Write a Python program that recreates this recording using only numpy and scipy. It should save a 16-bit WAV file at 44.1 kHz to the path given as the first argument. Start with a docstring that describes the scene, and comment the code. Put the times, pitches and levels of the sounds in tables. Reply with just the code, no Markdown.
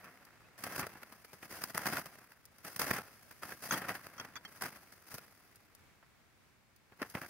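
"""Short dry rustles and crunches, with a few woody clacks, over the faint hush of open country.
Hands work in strokes in and on a cage of dry bamboo sticks that stands on dry earth.
Each stroke is a stream of tiny slips and crumbs, with sharper snaps where something gives way.
Loose sticks knock and ring, grit skips, the cage bumps the earth; a far bird chirps twice."""
import sys
import numpy as np
from scipy import signal
from scipy.fft import rfft, irfft, next_fast_len
from scipy.io import wavfile
from scipy.ndimage import uniform_filter1d

SR = 44100
rng = np.random.default_rng(int(sys.argv[2]) if len(sys.argv) > 2 else 0)


def wav_out(sig):
    """Save sig, one row per channel (or a flat mono array), as 16-bit PCM at SR to the path in sys.argv[1]."""
    wavfile.write(sys.argv[1], SR, np.round(np.clip(np.atleast_2d(sig).T, -1, 1) * 32767).astype(np.int16))


N = 321489
BLOW_SAMPLES = 3072


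def undb(db):
    """Decibels to gain."""
    return 10 ** (np.asarray(db) / 20)


def decay(t, t60_s):
    """Envelope that falls 60 dB in t60_s."""
    return np.exp(-np.log(1000) * t / t60_s)


def unit_energy(x):
    """Scale to a sum of squares of 1."""
    return x / np.sqrt(np.sum(x ** 2))


def spectrum_db(points, size):
    """A (frequency [Hz], level [dB]) table on FFT bins."""
    hz, db = np.transpose(points)
    return np.interp(np.log(np.fft.rfftfreq(size, 1 / SR) + 1), np.log(hz), db)


def colour(x, points):
    """Filter by a (frequency [Hz], gain [dB]) table."""
    size = x.shape[-1]
    return irfft(rfft(x) * undb(spectrum_db(points, size)), size)


def convolve(x, response):
    """Convolve each row, keeping its length."""
    size = next_fast_len(x.shape[-1] + response.shape[-1])
    return irfft(rfft(x, size) * rfft(response, size), size)[:, :x.shape[-1]]


def walk(rate_hz):
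    """Smooth random curve, spread near 1."""
    position = np.arange(N) / SR * rate_hz
    return 1.2 * np.interp(position, np.arange(8192), rng.standard_normal(8192))


def add(out, sound, time_s):
    """Mix sound into out at time_s."""
    start = max(int(time_s * SR), 0)
    out[:, start:start + sound.shape[1]] += sound[:, :max(N - start, 0)]


def blow_level(x, db):
    """Scale so the mid energy, spread over 10 ms, has this rms level."""
    return x * undb(db) / np.sqrt(np.sum(x[0] ** 2) * 100 / SR)


def stereo(mid_side, width):
    """Mid and side to left and right; the width table filters the side."""
    side = colour(mid_side[1], width)
    return np.array([mid_side[0] + side, mid_side[0] - side])


def clicks(times_s, sizes, samples):
    """Mid and side impulses; each reaches the two microphone ports by slightly different paths."""
    out = np.zeros((2, samples))
    lags_s = rng.uniform(0, 0.00027, len(times_s))
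    for row, arrivals_s in zip(out, (times_s, times_s + lags_s)):
        index = np.clip((arrivals_s * SR).astype(int), 0, samples - 1)
        np.add.at(row, index, sizes * rng.choice([-1, 1], len(times_s)))
    return out


def air(level_db=-69.5, waver_db=1.3, waver_hz=6.5):
    """Even hush of fields and trees, wavering slightly."""
    # air spectrum: (frequency [Hz], level [dB])
    spectrum = [(15, -54), (25, -19), (58, -8), (97, -3), (130, -6.5), (575, -16), (911, -16),
                (2000, -17.5), (2160, -15.5), (2910, -23), (12200, -32.5), (16000, -32)]
    # stereo width: (frequency [Hz], side gain [dB])
    width = [(100, -2), (1000, -2.9), (4000, -0.5)]
    hush = colour(rng.standard_normal((2, N)), spectrum)
    return stereo(hush / np.std(hush[0]), width) * undb(level_db + waver_db * walk(waver_hz))


def bird():
    """Faint far whistles that glide up quickly, then level off."""
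    # calls: (time [s], length [s], start pitch [Hz], end pitch [Hz], rms level [dB])
    chirps = [(0.43, 0.05, 2270, 2680, -72.5), (1.259, 0.083, 2170, 2450, -75)]
    out = np.zeros((2, N))
    for time_s, length_s, start_hz, end_hz, db in chirps:
        progress = np.linspace(0, 1, int(length_s * SR))
        hz = end_hz + (start_hz - end_hz) * (1 - progress) ** 2
        envelope = 2 * undb(db) * np.sin(np.pi * progress)
        add(out, np.atleast_2d(envelope * np.sin(2 * np.pi * np.cumsum(hz) / SR)), time_s)
    return out


def scatter(t60_s, db, above_hz):
    """Response of diffuse reflections; long waves pass the obstacles by."""
    t = np.arange(SR // 2) / SR
    tail = rng.standard_normal((2, len(t))) * decay(t, t60_s)
    tail = signal.lfilter(*signal.butter(2, above_hz, "high", fs=SR), tail)
    return undb(db) * tail / np.sqrt(np.sum(tail[0] ** 2))


def contact_responses():
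    """One tiny dry contact: a minimum-phase click split into thud, rasp and grit."""
    # contact spectrum: (frequency [Hz], level [dB])
    spectrum = [(30, -24.5), (60, -10.5), (110, -2.5), (210, 0.5), (450, -5.5), (950, -1), (1350, 2.5),
                (1850, 0.5), (2500, -8), (3700, -21), (4800, -10.5), (6100, -13.5), (7200, -22.5),
                (9000, -14), (12500, -12), (15500, -13.5)]
    # thud, rasp and grit bands: (low edge [Hz], high edge [Hz])
    bands_hz = [(30, 600), (600, 3500), (3500, 17000)]
    cepstrum = irfft(np.log(undb(spectrum_db(spectrum, BLOW_SAMPLES))))
    cepstrum[1:BLOW_SAMPLES // 2] *= 2
    cepstrum[BLOW_SAMPLES // 2 + 1:] = 0
    click = irfft(np.exp(rfft(cepstrum)))
    filters = [signal.butter(4, band, "band", fs=SR, output="sos") for band in bands_hz]
    return [unit_energy(signal.sosfilt(sos, click)) for sos in filters]


def stick_ring(pitch_ratio, mode_count=9, spread_db=2, detune=0.016):
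    """Hollow ring of a stick; modes vary with the spot struck, soft contacts reach only the lowest."""
    # stick modes: (frequency [Hz], level [dB], t60 [s])
    modes = [(948, -10, 0.13), (1245, -19, 0.06), (1494, 4, 0.051), (1787, -20, 0.035), (2270, -7, 0.076),
             (3325, -1.5, 0.049), (4654, -2, 0.034), (5500, -4, 0.028), (6050, 3, 0.014)]
    t = np.arange(BLOW_SAMPLES) / SR
    hz, db, t60_s = np.transpose(modes[:mode_count])[:, :, None]
    level_draw, pitch_draw = rng.standard_normal((2, mode_count, 1))
    tones = np.sin(2 * np.pi * hz * pitch_ratio * (1 + detune * pitch_draw) * t)
    partials = undb(db + spread_db * level_draw) * tones * decay(t, t60_s)
    return unit_energy(partials.sum(axis=0))


def effort(attack_s=0.012, release_db_per_s=591, settle_db=-14.5, settle_db_per_s=74):
    """Hand push as (time [s], rasp [dB], grit [dB]): strokes grip, hold and stop; crumbs settle."""
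    # strokes over sticks and earth: (start [s], length [s], rasp [dB], grit re rasp [dB])
    strokes = [(0.03, 0.062, -60, -27), (0.572, 0.062, -60, -1), (0.631, .13, -51.5, -5.5),
               (0.752, .055, -45, -1), (0.807, .035, -45, -23), (1.42, .035, -58, -3.5),
               (1.488, 0.16, -54.5, -1.5), (1.671, .025, -51.5, -1), (1.745, 0.12, -49, -6),
               (1.854, .145, -45, -4.5), (2.64, .04, -52.5, -1.5), (2.794, .175, -44.5, -4),
               (2.945, .05, -46, -10.5), (3.414, .12, -54, -4), (3.615, .08, -53, 1.5),
               (3.71, .04, -40, -3), (3.747, .135, -49, -14), (3.876, .035, -43, -9.5),
               (3.93, .04, -57, -4), (4.033, .035, -59, -3.5), (4.185, .07, -54.5, -11),
               (4.606, .065, -46, -5), (4.718, .045, -59.5, -5.5), (4.913, .025, -65, 1.5),
               (5.06, .025, -63, 2), (5.101, .06, -57, 1), (5.191, 0.036, -61.5, -4.5),
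               (6.983, 0.069, -56.5, -13.5), (7.133, .05, -52, -13), (7.224, .025, -51.5, -22)]
    # hands resting on the cage: (time [s], rasp [dB], grit re rasp [dB])
    light_touch = [(0, -63.5, -7), (.53, -70, -13.5), (.95, -62, -9.5), (1.28, -70, -0.5), (2.18, -64, -4),
                   (2.48, -78, -6), (2.721, -60, 1), (3.101, -69.5, 0), (3.38, -72.5, 2.5), (3.6, -66, 1),
                   (4.12, -62, -6.5), (4.4, -67, -8.5), (4.55, -63, -1.5), (4.9, -69.5, -2), (5.4, -71, -2),
                   (6.0, -79, -8), (6.85, -84, -9), (7.12, -66, 3)]
    t = np.arange(0, N, 64) / SR
    start_s, length_s, db, grit_db = np.transpose(strokes)[:, :, None]
    rise = np.clip((t - start_s) / attack_s, 0, 1)
    after_s = np.maximum(t - start_s - length_s, 0)
    fall_db = np.maximum(-release_db_per_s * after_s, settle_db - settle_db_per_s * after_s)
    push = rise * undb(db + fall_db)
    touch_s, touch_db, touch_grit_db = np.transpose(light_touch)
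    touch = undb(np.interp(t, touch_s, touch_db))
    rasp = np.vstack([push, touch])
    grit = np.vstack([push * undb(grit_db), touch * undb(np.interp(t, touch_s, touch_grit_db))])
    return t, 20 * np.log10(np.linalg.norm(rasp, axis=0)), 20 * np.log10(np.linalg.norm(grit, axis=0))


def loose_grit(responses, skip_span_s=0.0084, fade_db=-14, skips=6):
    """A grain drops and skips, ever more weakly; treble only."""
    # lone grains: (time [s], level [dB])
    grains = [(0.251, -64), (2.454, -59.5), (2.584, -65.5), (5.558, -63), (5.75, -62.5), (6.762, -68.5),
              (7.099, -56.5)]
    _, _, grit = responses
    out = np.zeros((2, N))
    for time_s, db in grains:
        age = np.r_[0, rng.uniform(0, 1, skips)]
        hops = clicks(age * skip_span_s, undb(fade_db * age), BLOW_SAMPLES)
        add(out, blow_level(convolve(hops, grit), db), time_s)
    return out


def bumps(bump_hz=130, t60_s=0.062):
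    """The cage rocks on the earth: a low, damped thump, mid only."""
    # soft landings: (time [s], level [dB])
    landings = [(0.781, -51), (2.907, -46), (5.142, -50.5)]
    out, t = np.zeros((2, N)), np.arange(BLOW_SAMPLES) / SR
    thump = np.outer([1, 0], np.sin(2 * np.pi * bump_hz * t) * decay(t, t60_s))
    for time_s, db in landings:
        add(out, blow_level(thump, db), time_s)
    return out


def ticking(tick_db=-8, spread_db=2, lowest_ratio=0.46, count=130):
    """Sticks of different length nudge each other, harder and more often as the hands rub harder."""
    t, effort_db, _ = effort()
    travel = np.cumsum(undb(effort_db))
    out = np.zeros((2, N))
    for k, (jitter, stick, force) in enumerate(rng.uniform(0, 1, (count, 3))):
        i = np.searchsorted(travel, travel[-1] * (k + jitter) / count)
        ring = stick_ring(lowest_ratio ** stick, mode_count=4)
        tap = np.outer([1, rng.choice([-1, 1])], ring)
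        add(out, blow_level(tap, effort_db[i] + tick_db + spread_db * (2 * force - 1)), t[i])
    return out


def clacks(responses, thud_db=-15, rasp_db=0, grit_db=-13, chatter_gain=0.55, rebounds=14):
    """A stick strikes, chatters against its neighbour and rings; the frame thuds dully."""
    # stick on stick: (time [s], level [dB], pitch [ratio], chatter time scale [s])
    strikes = [(3.7093, -32, 1.02, 0.0021), (3.721, -42, 1.1, 0.0023), (3.739, -37, 1.0, 0.0038),
               (4.1804, -49.5, 0.96, 0.0046), (4.198, -44.5, 0.98, 0.0014), (4.356, -47, 1.05, 0.0025),
               (4.364, -45, 1.0, 0.0071), (4.45, -48, 0.94, 0.0053)]
    out = np.zeros((2, N))
    for time_s, db, pitch_ratio, chatter_s in strikes:
        age = np.r_[0, rng.uniform(0, 2, rebounds)]
        taps = clicks(age * chatter_s, np.r_[1, chatter_gain * np.exp(-age[1:] / 2)], BLOW_SAMPLES)
        parts = zip([stick_ring(pitch_ratio), *responses], [0, thud_db, rasp_db, grit_db])
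        clack = sum(blow_level(convolve(taps, response), part_db) for response, part_db in parts)
        add(out, blow_level(clack, db), time_s)
    return out


def crunches(responses, lead_s=0.0052, lead_gain=0.94, snap_gain=2.84, fade=0.81, breaks=90,
             stick_gain=0.27, frame_gain=0.16, frame_hz=200, frame_t60_s=0.06):
    """Something dry gives way: build-up, snap, then fading small breaks; a stick and the frame ring."""
    # snaps: (time [s], shower time scale [s], rasp [dB], thud re rasp [dB], grit re rasp [dB])
    snaps = [(0.045, 0.0082, -58, -16, -5), (0.639, 0.0043, -44, -6, 0), (0.668, 0.012, -46, 0.5, -8),
             (0.723, 0.0055, -52, -7, -1.5), (0.781, .007, -49, 3.5, -0.5), (0.795, 0.0019, -45, 4, -3),
                         (0.8683, 0.0029, -47.5, -0.5, -5.5), (0.956, 0.0068, -55.5, -2, -30),
             (1.032, 0.0029, -50, -12, -9), (1.1243, 0.0066, -54.5, -5.5, -5.5),
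             (1.248, 0.0033, -58, -4, -2.5), (1.333, 0.013, -57, 2.5, -1),
             (1.4295, 0.0037, -50.5, -4.5, -9.5), (1.639, 0.0017, -42, -8, 1.5),
             (1.7483, 0.0028, -44.5, -0.5, -3.5), (1.7782, 0.00092, -35, -23, -5.5),
             (1.858, .005, -38, -3.5, -8), (1.868, 0.0075, -36.5, -4.5, -2.5),
             (1.926, 0.013, -43, -0.5, -8), (1.9707, 0.0018, -36.5, -32, -11.5),
             (2.0586, 0.0081, -51, -1.5, -2.5), (2.32, 0.011, -59, -17, -5.5), (2.763, 0.0015, -51, -5, 6),
             (2.796, 0.0073, -39, -5.5, 2), (2.817, 0.0035, -37, -9, -2),
             (2.9114, 0.0027, -32.5, -3.5, -10), (3.312, 0.0068, -54.5, -7, -4),
             (3.433, 0.0022, -43, -15, -13), (3.5224, 0.0037, -46.5, -3, -16), (3.741, .009, -45, 1.5, -14),
             (3.7771, 0.0098, -42, -8, -3.5), (3.893, .018, -38, -25, -14), (3.952, 0.0068, -44, -15, -9.5),
             (4.622, .002, -40.5, -10, -3), (4.66, 0.0029, -49, -19, -10), (5.143, 0.0096, -58, 5.5, 8.5),
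             (5.183, 0.0044, -51.5, -4, -2.5), (6.029, .012, -62.5, -9, -23),
             (6.922, 0.0085, -62, 0.5, -17), (7.019, 0.0017, -44.5, 7, -10.5),
             (7.0281, 0.0029, -39, -8, -15.5), (7.1512, .002, -43, 5, -15.5),
             (7.172, 0.0047, -48.5, -1, -17), (7.2164, 0.0043, -45.5, -4, -9.5)]
    out, t = np.zeros((2, N)), np.arange(BLOW_SAMPLES) / SR
    thud, rasp, grit = responses
    knock = np.sin(2 * np.pi * frame_hz * t) * decay(t, frame_t60_s)
    hollow = thud + frame_gain * unit_energy(knock)
    for time_s, shower_s, rasp_db, thud_db, grit_db in snaps:
        age, build = rng.uniform(0, 2.5, breaks), rng.uniform(0, 1, breaks // 3)
        lead_sizes = lead_gain * build * rng.standard_normal(len(build))
        break_sizes = rng.standard_normal(breaks) * np.exp(-fade * age)
        times_s = np.r_[build * lead_s, lead_s, lead_s + age * shower_s]
        shower = clicks(times_s, np.r_[lead_sizes, snap_gain, break_sizes], BLOW_SAMPLES)
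        woody = rasp + stick_gain * stick_ring(rng.uniform(0.62, 1.1), mode_count=5)
        parts = zip((hollow, woody, grit), (rasp_db + thud_db, rasp_db, rasp_db + grit_db))
        crunch = sum(blow_level(convolve(shower, response), db) for response, db in parts)
        add(out, crunch, time_s - lead_s)
    return out


def rubbing(responses, thud_db=-4, spread_db=2, slip_hz=160, slip_db=3, count=40000):
    """Thousands of grains a second, bunched by stick and slip; the hand's push sets their mean power."""
    sizes = undb(spread_db * np.minimum(rng.exponential(size=count), 5))
    grains = clicks(rng.uniform(0, N / SR, count), sizes, N) * undb(slip_db * walk(slip_hz))
    grains /= np.sqrt(uniform_filter1d(grains[0] ** 2, size=2600) + 1e-9)  # unit power over 59 ms
    effort_s, rasp_db, grit_db = effort()
    t = np.arange(N) / SR
    gains = [undb(np.interp(t, effort_s, db)) for db in (rasp_db + thud_db, rasp_db, grit_db)]
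    return sum(convolve(grains * gain, response) for gain, response in zip(gains, responses))


def scene():
    """The cage, quick reflections off its bars and the ground, a weak tree echo, air and a bird."""
    # stereo width of the cage: (frequency [Hz], side gain [dB])
    width = [(60, -21), (250, -21.5), (700, -16.5), (1400, -11), (2400, -4.5), (4400, -0.5)]
    responses = contact_responses()
    cage = rubbing(responses) + ticking() + crunches(responses) + clacks(responses)
    cage += loose_grit(responses) + bumps()
    bars = scatter(t60_s=0.03, db=-7.5, above_hz=2000)
    trees = scatter(t60_s=0.47, db=-31, above_hz=220)
    return stereo(cage + convolve(cage, bars + trees), width) + air() + bird()


def record(dry, top_hz=15750):
    """Each microphone port has its own colour; a steep low-pass cuts the top."""
    # port imbalance: (frequency [Hz], left minus right [dB])
    imbalance = [(700, 0), (1300, 2), (2400, -4.5), (4400, 5.5), (8000, 2), (14000, 0.5)]
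    lean_db = spectrum_db(imbalance, N) / 2
    ports = irfft(rfft(dry) * undb(np.array([lean_db, -lean_db])), N)
    return signal.sosfilt(signal.ellip(10, 0.2, 70, top_hz, fs=SR, output="sos"), ports)


dry = scene()
out = record(dry)
wav_out(out)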